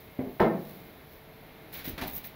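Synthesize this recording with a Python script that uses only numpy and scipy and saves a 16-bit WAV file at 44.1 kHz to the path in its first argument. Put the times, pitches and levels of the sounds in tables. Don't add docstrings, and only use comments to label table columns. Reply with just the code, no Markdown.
import sys
import numpy as np
from scipy import signal
from scipy.fft import rfft, irfft
from scipy.io import wavfile
from scipy.ndimage import uniform_filter1d

SR = 44100
rng = np.random.default_rng(int(sys.argv[2]) if len(sys.argv) > 2 else 0)


def gain_from_decibels(decibels):
    exponent = np.asarray(decibels, float) / 20
    return 10 ** exponent


def wav_out(sig):
    wavfile.write(sys.argv[1], SR, np.round(np.clip(np.atleast_2d(sig).T, -1, 1) * 32767).astype(np.int16))


N = 103635


def basket_set_down():
    # (time [s], level [dB], push [ms], rattle [ms])
    contacts = [
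        (.3975, -36, 0.46, 9),
        (.4015, -28.5, 0.31, 12),
        (.4045, -22, 1.66, 7.6),
        (.410, -30.5, 2.2, 4.1),
        (.4155, -27.5, 1.14, 10),
        (.432, -35.5, 1.2, 30),
        (.44, -41, 1.18, 10.6),
    ]
    # (frequency [Hz], level [dB], decay t60 [s])
    basket_modes = [(146.6, -2, 0.26), (260.7, 2, 0.31), (404, -8, 1), (499, 1, 0.18), (553.4, -25, 0.47),
                    (660.6, -19, 0.62), (741.7, 4, 0.13), (942, -7, 0.31), (1241, 4.5, 0.18),
                    (1316, -17, 0.26), (1250, -18.5, 0.34), (1540, -17.5, 0.16), (1610, 9, 0.12),
                    (2117, -4, 0.26)]
    # (frequency [Hz], level [dB], decay t60 [s])
    panel_modes = [(267, 8.5, 0.047), (118, -13, 0.37), (146.7, -22.5, 4.2), (189, -11, 0.46),
                   (365, 1, 0.089), (442, 5, 0.28), (560, -13, 1.12), (695, -14, 2), (937, 6, 0.34),
                   (1800, 7, .1)]
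    shortened = [(hz, db, 0.72 * t60) for hz, db, t60 in basket_modes]
    return gain_from_decibels(14) * struck(contacts, shortened + list(panel_modes), crack_db=7, room_db=0.58, snap_db=-3)


def rim_touch():
    # (time [s], level [dB], push [ms], rattle [ms])
    contacts = [
        (.1893, -26, 1.9, 4),
        (.193, -40, .4, 16),
        (.205, -33, 1.8, 8),
        (.236, -32, 2, 8),
        (.2708, -36, 2, 8),
    ]
    # (frequency [Hz], level [dB], decay t60 [s])
    rim_modes = [(270, 13, .03), (151, -4, .3), (204, -4, .15), (258, 0, .18), (340, -4, .13),
                 (474, -11, .25), (590, -8, .25), (1163, -8, .1)]
    touch = gain_from_decibels(10) * struck(contacts, rim_modes, crack_db=1, room_db=-1, snap_db=-18)
    return high_pass(touch, 95)


def cupboard_bumps():
    # (time [s], level [dB], push [ms], rattle [ms])
    contacts = [
        (1.775, -48, 2.9, 120),
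        (1.876, -36, 1.8, 24),
        (1.93, -38, 5.1, 17),
        (1.979, -34, 0.2, 39),
        (2.014, -30.5, 0.31, 6.6),
        (2.022, -25.5, 1.4, 6.5),
        (2.058, -35, 3, 19),
        (2.085, -46, 13, 25),
        (2.13, -42, 3.4, 20),
    ]
    # (frequency [Hz], level [dB], decay t60 [s])
    front_modes = [(301, 12.5, 0.029), (48, -5, 0.075), (84, -8.5, 0.17), (146.5, -8.5, 0.11),
                   (205, -8, 0.072), (271, -4, 0.13), (380, 4, 0.077), (502, 7, 0.033), (1120, -23, 0.068),
                   (1810, -12.5, 0.17), (2370, 1, 0.079)]
    return gain_from_decibels(8) * struck(contacts, front_modes, crack_db=0.68, room_db=-1.0, snap_db=-18)


def struck(contacts, modes, crack_db, room_db, snap_db):
    # (frequency [Hz], level [dB])
    crack_colour = [(30, -73), (70, -13.5), (200, 5), (900, 8), (2200, 3.5), (4000, -7), (16000, -1)]
    # (frequency [Hz], level [dB])
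    snap_colour = [(2000, -7), (5000, -2.5), (16000, -10)]
    force, sharp = np.zeros(N + 5000), np.zeros(N + 5000)
    t_ms = np.arange(4096) / SR * 1000
    for start_s, db, push_ms, rattle_ms in contacts:
        start = int(start_s * SR)
        sparse = rng.random(4096) < .2
        taps = rng.standard_normal(4096) * sparse * .13 * np.exp(-t_ms / rattle_ms)
        sharp[start:][:4096] += taps * gain_from_decibels(db) / push_ms
        taps[0] = 1
        push = np.sin(np.pi * np.clip(t_ms[:400] / push_ms, 0, 1)) ** 2
        hit = np.convolve(taps, push / np.sqrt(np.sum(push ** 2))) * gain_from_decibels(db)
        force[start:][:len(hit)] += hit
    crack = colour(force[:N], crack_colour) * gain_from_decibels(crack_db)
    crack = crack + colour(sharp[:N], snap_colour) * gain_from_decibels(snap_db)
    ringing = signal.fftconvolve(force, ring(modes))[:N]
    return ringing + crack + gain_from_decibels(room_db) * room(crack)


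def ring(modes, length_s=0.86):
    t = np.arange(int(length_s * SR)) / SR
    h = np.zeros(len(t))
    for hz, db, t60 in modes:
        h += gain_from_decibels(db - 60 * t / np.clip(t60, .02, 2.)) * np.sin(2 * np.pi * hz * t)
    return h / np.sqrt(np.sum(h ** 2))


def scuffs():
    # (start [s], swell [s], hold [s])
    motions = [
        (1.716, .018, .058),
        (1.839, .005, .046),
        (1.978, .0015, .004),
        (2.012, .0015, .012),
        (2.062, .014, .005),
        (2.105, .04, .034),
        (2.228, .02, .008),
    ]
    # (hiss [dB], rasp [dB], grit [dB])
    strengths = [
        (-48, -47.5, 1.5),
        (-42.5, -47, 2.3),
        (-63, -43, .8),
        (-62, -41, -2),
        (-40, -51, 3.5),
        (-40.5, -53.5, -1),
        (-41.5, -51.5, 2.5),
    ]
    # (frequency [Hz], level [dB])
    hiss_colour = [(2000, -30), (6000, 5.5), (10000, 4), (13000, 8), (16000, 18)]
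    # (frequency [Hz], level [dB])
    rasp_colour = [(600, -3), (1300, -3.5), (1900, 2), (3000, 3), (6000, 2), (10000, -2), (16000, -8)]
    hiss_t60_s, rasp_t60_s = .14, 0.34
    t, hiss, rasp = np.arange(N) / SR, np.zeros(N), np.zeros(N)
    for (start, swell, hold), (hiss_db, rasp_db, grit_db) in zip(motions, strengths):
        rise = np.clip((t - start) / swell, 0, 1) ** 1.4
        after = np.maximum(t - start - swell - hold, 0)
        hiss_flutter_db = 1.1 * grit_db * np.clip(walk(300), -3, 1.6)
        hiss_gain = gain_from_decibels(hiss_db - 60 * after / hiss_t60_s + hiss_flutter_db)
        rasp_gain = gain_from_decibels(rasp_db - 60 * after / rasp_t60_s + walk(100))
        hiss += rise * hiss_gain * fibres(grit_db)
        rasp += rise * rasp_gain * fibres(0.85)
    return gain_from_decibels(-2.5) * colour(hiss, hiss_colour) + gain_from_decibels(6) * colour(rasp, rasp_colour)


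def sleeve():
    # (time [s], level [dB])
    path = np.array([
        (0, -61),
        (.15, -70),
        (.3, -62.5),
        (.55, -63),
        (.7, -56),
        (.86, -64.5),
        (1.04, -71),
        (1.14, -61.5),
        (1.26, -76),
        (1.68, -93),
    ])
    # (frequency [Hz], level [dB])
    wool_colour = [(300, -43), (1500, -5.5), (4000, 10.5), (8000, 11), (12000, 9), (16000, 15.5)]
    path_db = np.interp(np.arange(N) / SR, path[:, 0], path[:, 1], right=-75)
    return colour(fibres(1.0), wool_colour) * gain_from_decibels(path_db - 2.0 + 0.62 * walk(5.3))


def fibres(grit_db):
    clicks_per_s = 2500
    size = gain_from_decibels(grit_db * np.minimum(rng.exponential(size=N), 3))
    size = size * (rng.random(N) < clicks_per_s / SR)
    clicks = size * np.clip(rng.standard_normal(N), -2, 2)
    return level(clicks + 0.2 * rng.standard_normal(N), 0)


def room(x):
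    # (frequency [Hz], decay t60 [s])
    room_decay = [(60, 0.78), (250, 0.49), (700, 0.38), (2000, 0.32), (5000, 0.24), (12000, 0.092)]
    delay_s, late_db, late_stretch = 0.0017, -21.5, 2.5
    t = np.arange(SR) / SR
    spectrum = rfft(rng.standard_normal(SR))
    octave = np.log2(np.maximum(np.arange(SR // 2 + 1), 1))
    tail = np.zeros(SR)
    for centre in np.arange(5, 15, .5):
        band = irfft(spectrum * np.maximum(1 - 2 * abs(octave - centre), 0))
        t60 = shape(room_decay, 2 ** centre)
        tail += band * (gain_from_decibels(-60 * t / t60) + gain_from_decibels(late_db - 60 * t / t60 / late_stretch))
    tail *= np.clip(t / delay_s - 1, 0, 1)
    return signal.fftconvolve(x, tail / np.sqrt(np.sum(tail ** 2)))[:N]


def fan():
    # (frequency [Hz], level [dB])
    air_colour = [(20, 4), (48, -2), (150, -3), (700, -9), (1300, -16), (2200, -14.5), (5000, -19.5),
                  (16000, -22.5)]
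    # (frequency [Hz], rms level [dB])
    hum = [(145.3, -65), (441.4, -65), (640.6, -68), (737.5, -73.5), (2137, -72), (2998, -80)]
    # (frequency [Hz], rms level [dB])
    whine = [(11520, -82), (11610, -83), (11870, -90), (11960, -76)]
    sound = level(colour(rng.standard_normal(N), air_colour), -51) * gain_from_decibels(.6 * walk(4))
    for hz, db in list(hum) + list(whine):
        phase = 2 * np.pi * np.cumsum(hz * (1 + 0.0011 * walk(4.9))) / SR
        sound = sound + np.sqrt(2) * gain_from_decibels(db + 2.2 * walk(5.78)) * np.sin(phase)
    return sound


def walk(rate):
    k = int(SR / rate)
    steps = np.repeat(rng.standard_normal(N // k + 1), k)
    return 1.3 * uniform_filter1d(uniform_filter1d(steps, k), k)[:N]


def level(x, db):
    return x * gain_from_decibels(db) / np.sqrt(np.mean(x ** 2))


def shape(table, hz):
    rows = np.array(table, float)
    return np.interp(np.log(np.maximum(hz, 1)), np.log(rows[:, 0]), rows[:, 1])


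def colour(x, table, size=4096):
    cepstrum = irfft(np.log(gain_from_decibels(shape(table, np.fft.rfftfreq(size, 1 / SR)))))
    cepstrum[1:size // 2] *= 2
    cepstrum[size // 2 + 1:] = 0
    return signal.fftconvolve(x, irfft(np.exp(rfft(cepstrum))))[:len(x)]


def high_pass(x, hz):
    return signal.sosfilt(signal.butter(2, hz, "high", fs=SR, output="sos"), x)


def scene():
    knock = rim_touch() + basket_set_down()
    rub = scuffs()
    near = cupboard_bumps() + rub + gain_from_decibels(-13.5) * room(rub)
    return (near - knock + sleeve() + fan())[None]


def band_limit(x):
    return signal.sosfilt(signal.butter(12, 16620, fs=SR, output="sos"), x)


def record(dry):
    # (frequency [Hz], level [dB])
    port_colour = [(2300, 1.5), (2850, -3), (3900, -1), (4800, -7.5), (7300, -17), (9300, -13.5),
                   (12000, -1.5), (15000, 0)]
    null_hz, null_width_hz, top_hz = 8250, 900, 15740
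    port = colour(high_pass(dry[0], 36), port_colour)
    port = signal.lfilter(*signal.iirnotch(null_hz, null_hz / null_width_hz, SR), port)
    mix = irfft(rfft(port) * (np.fft.rfftfreq(N, 1 / SR) < top_hz), N)
    return band_limit(mix[None])


dry = scene()
out = record(dry)
wav_out(out)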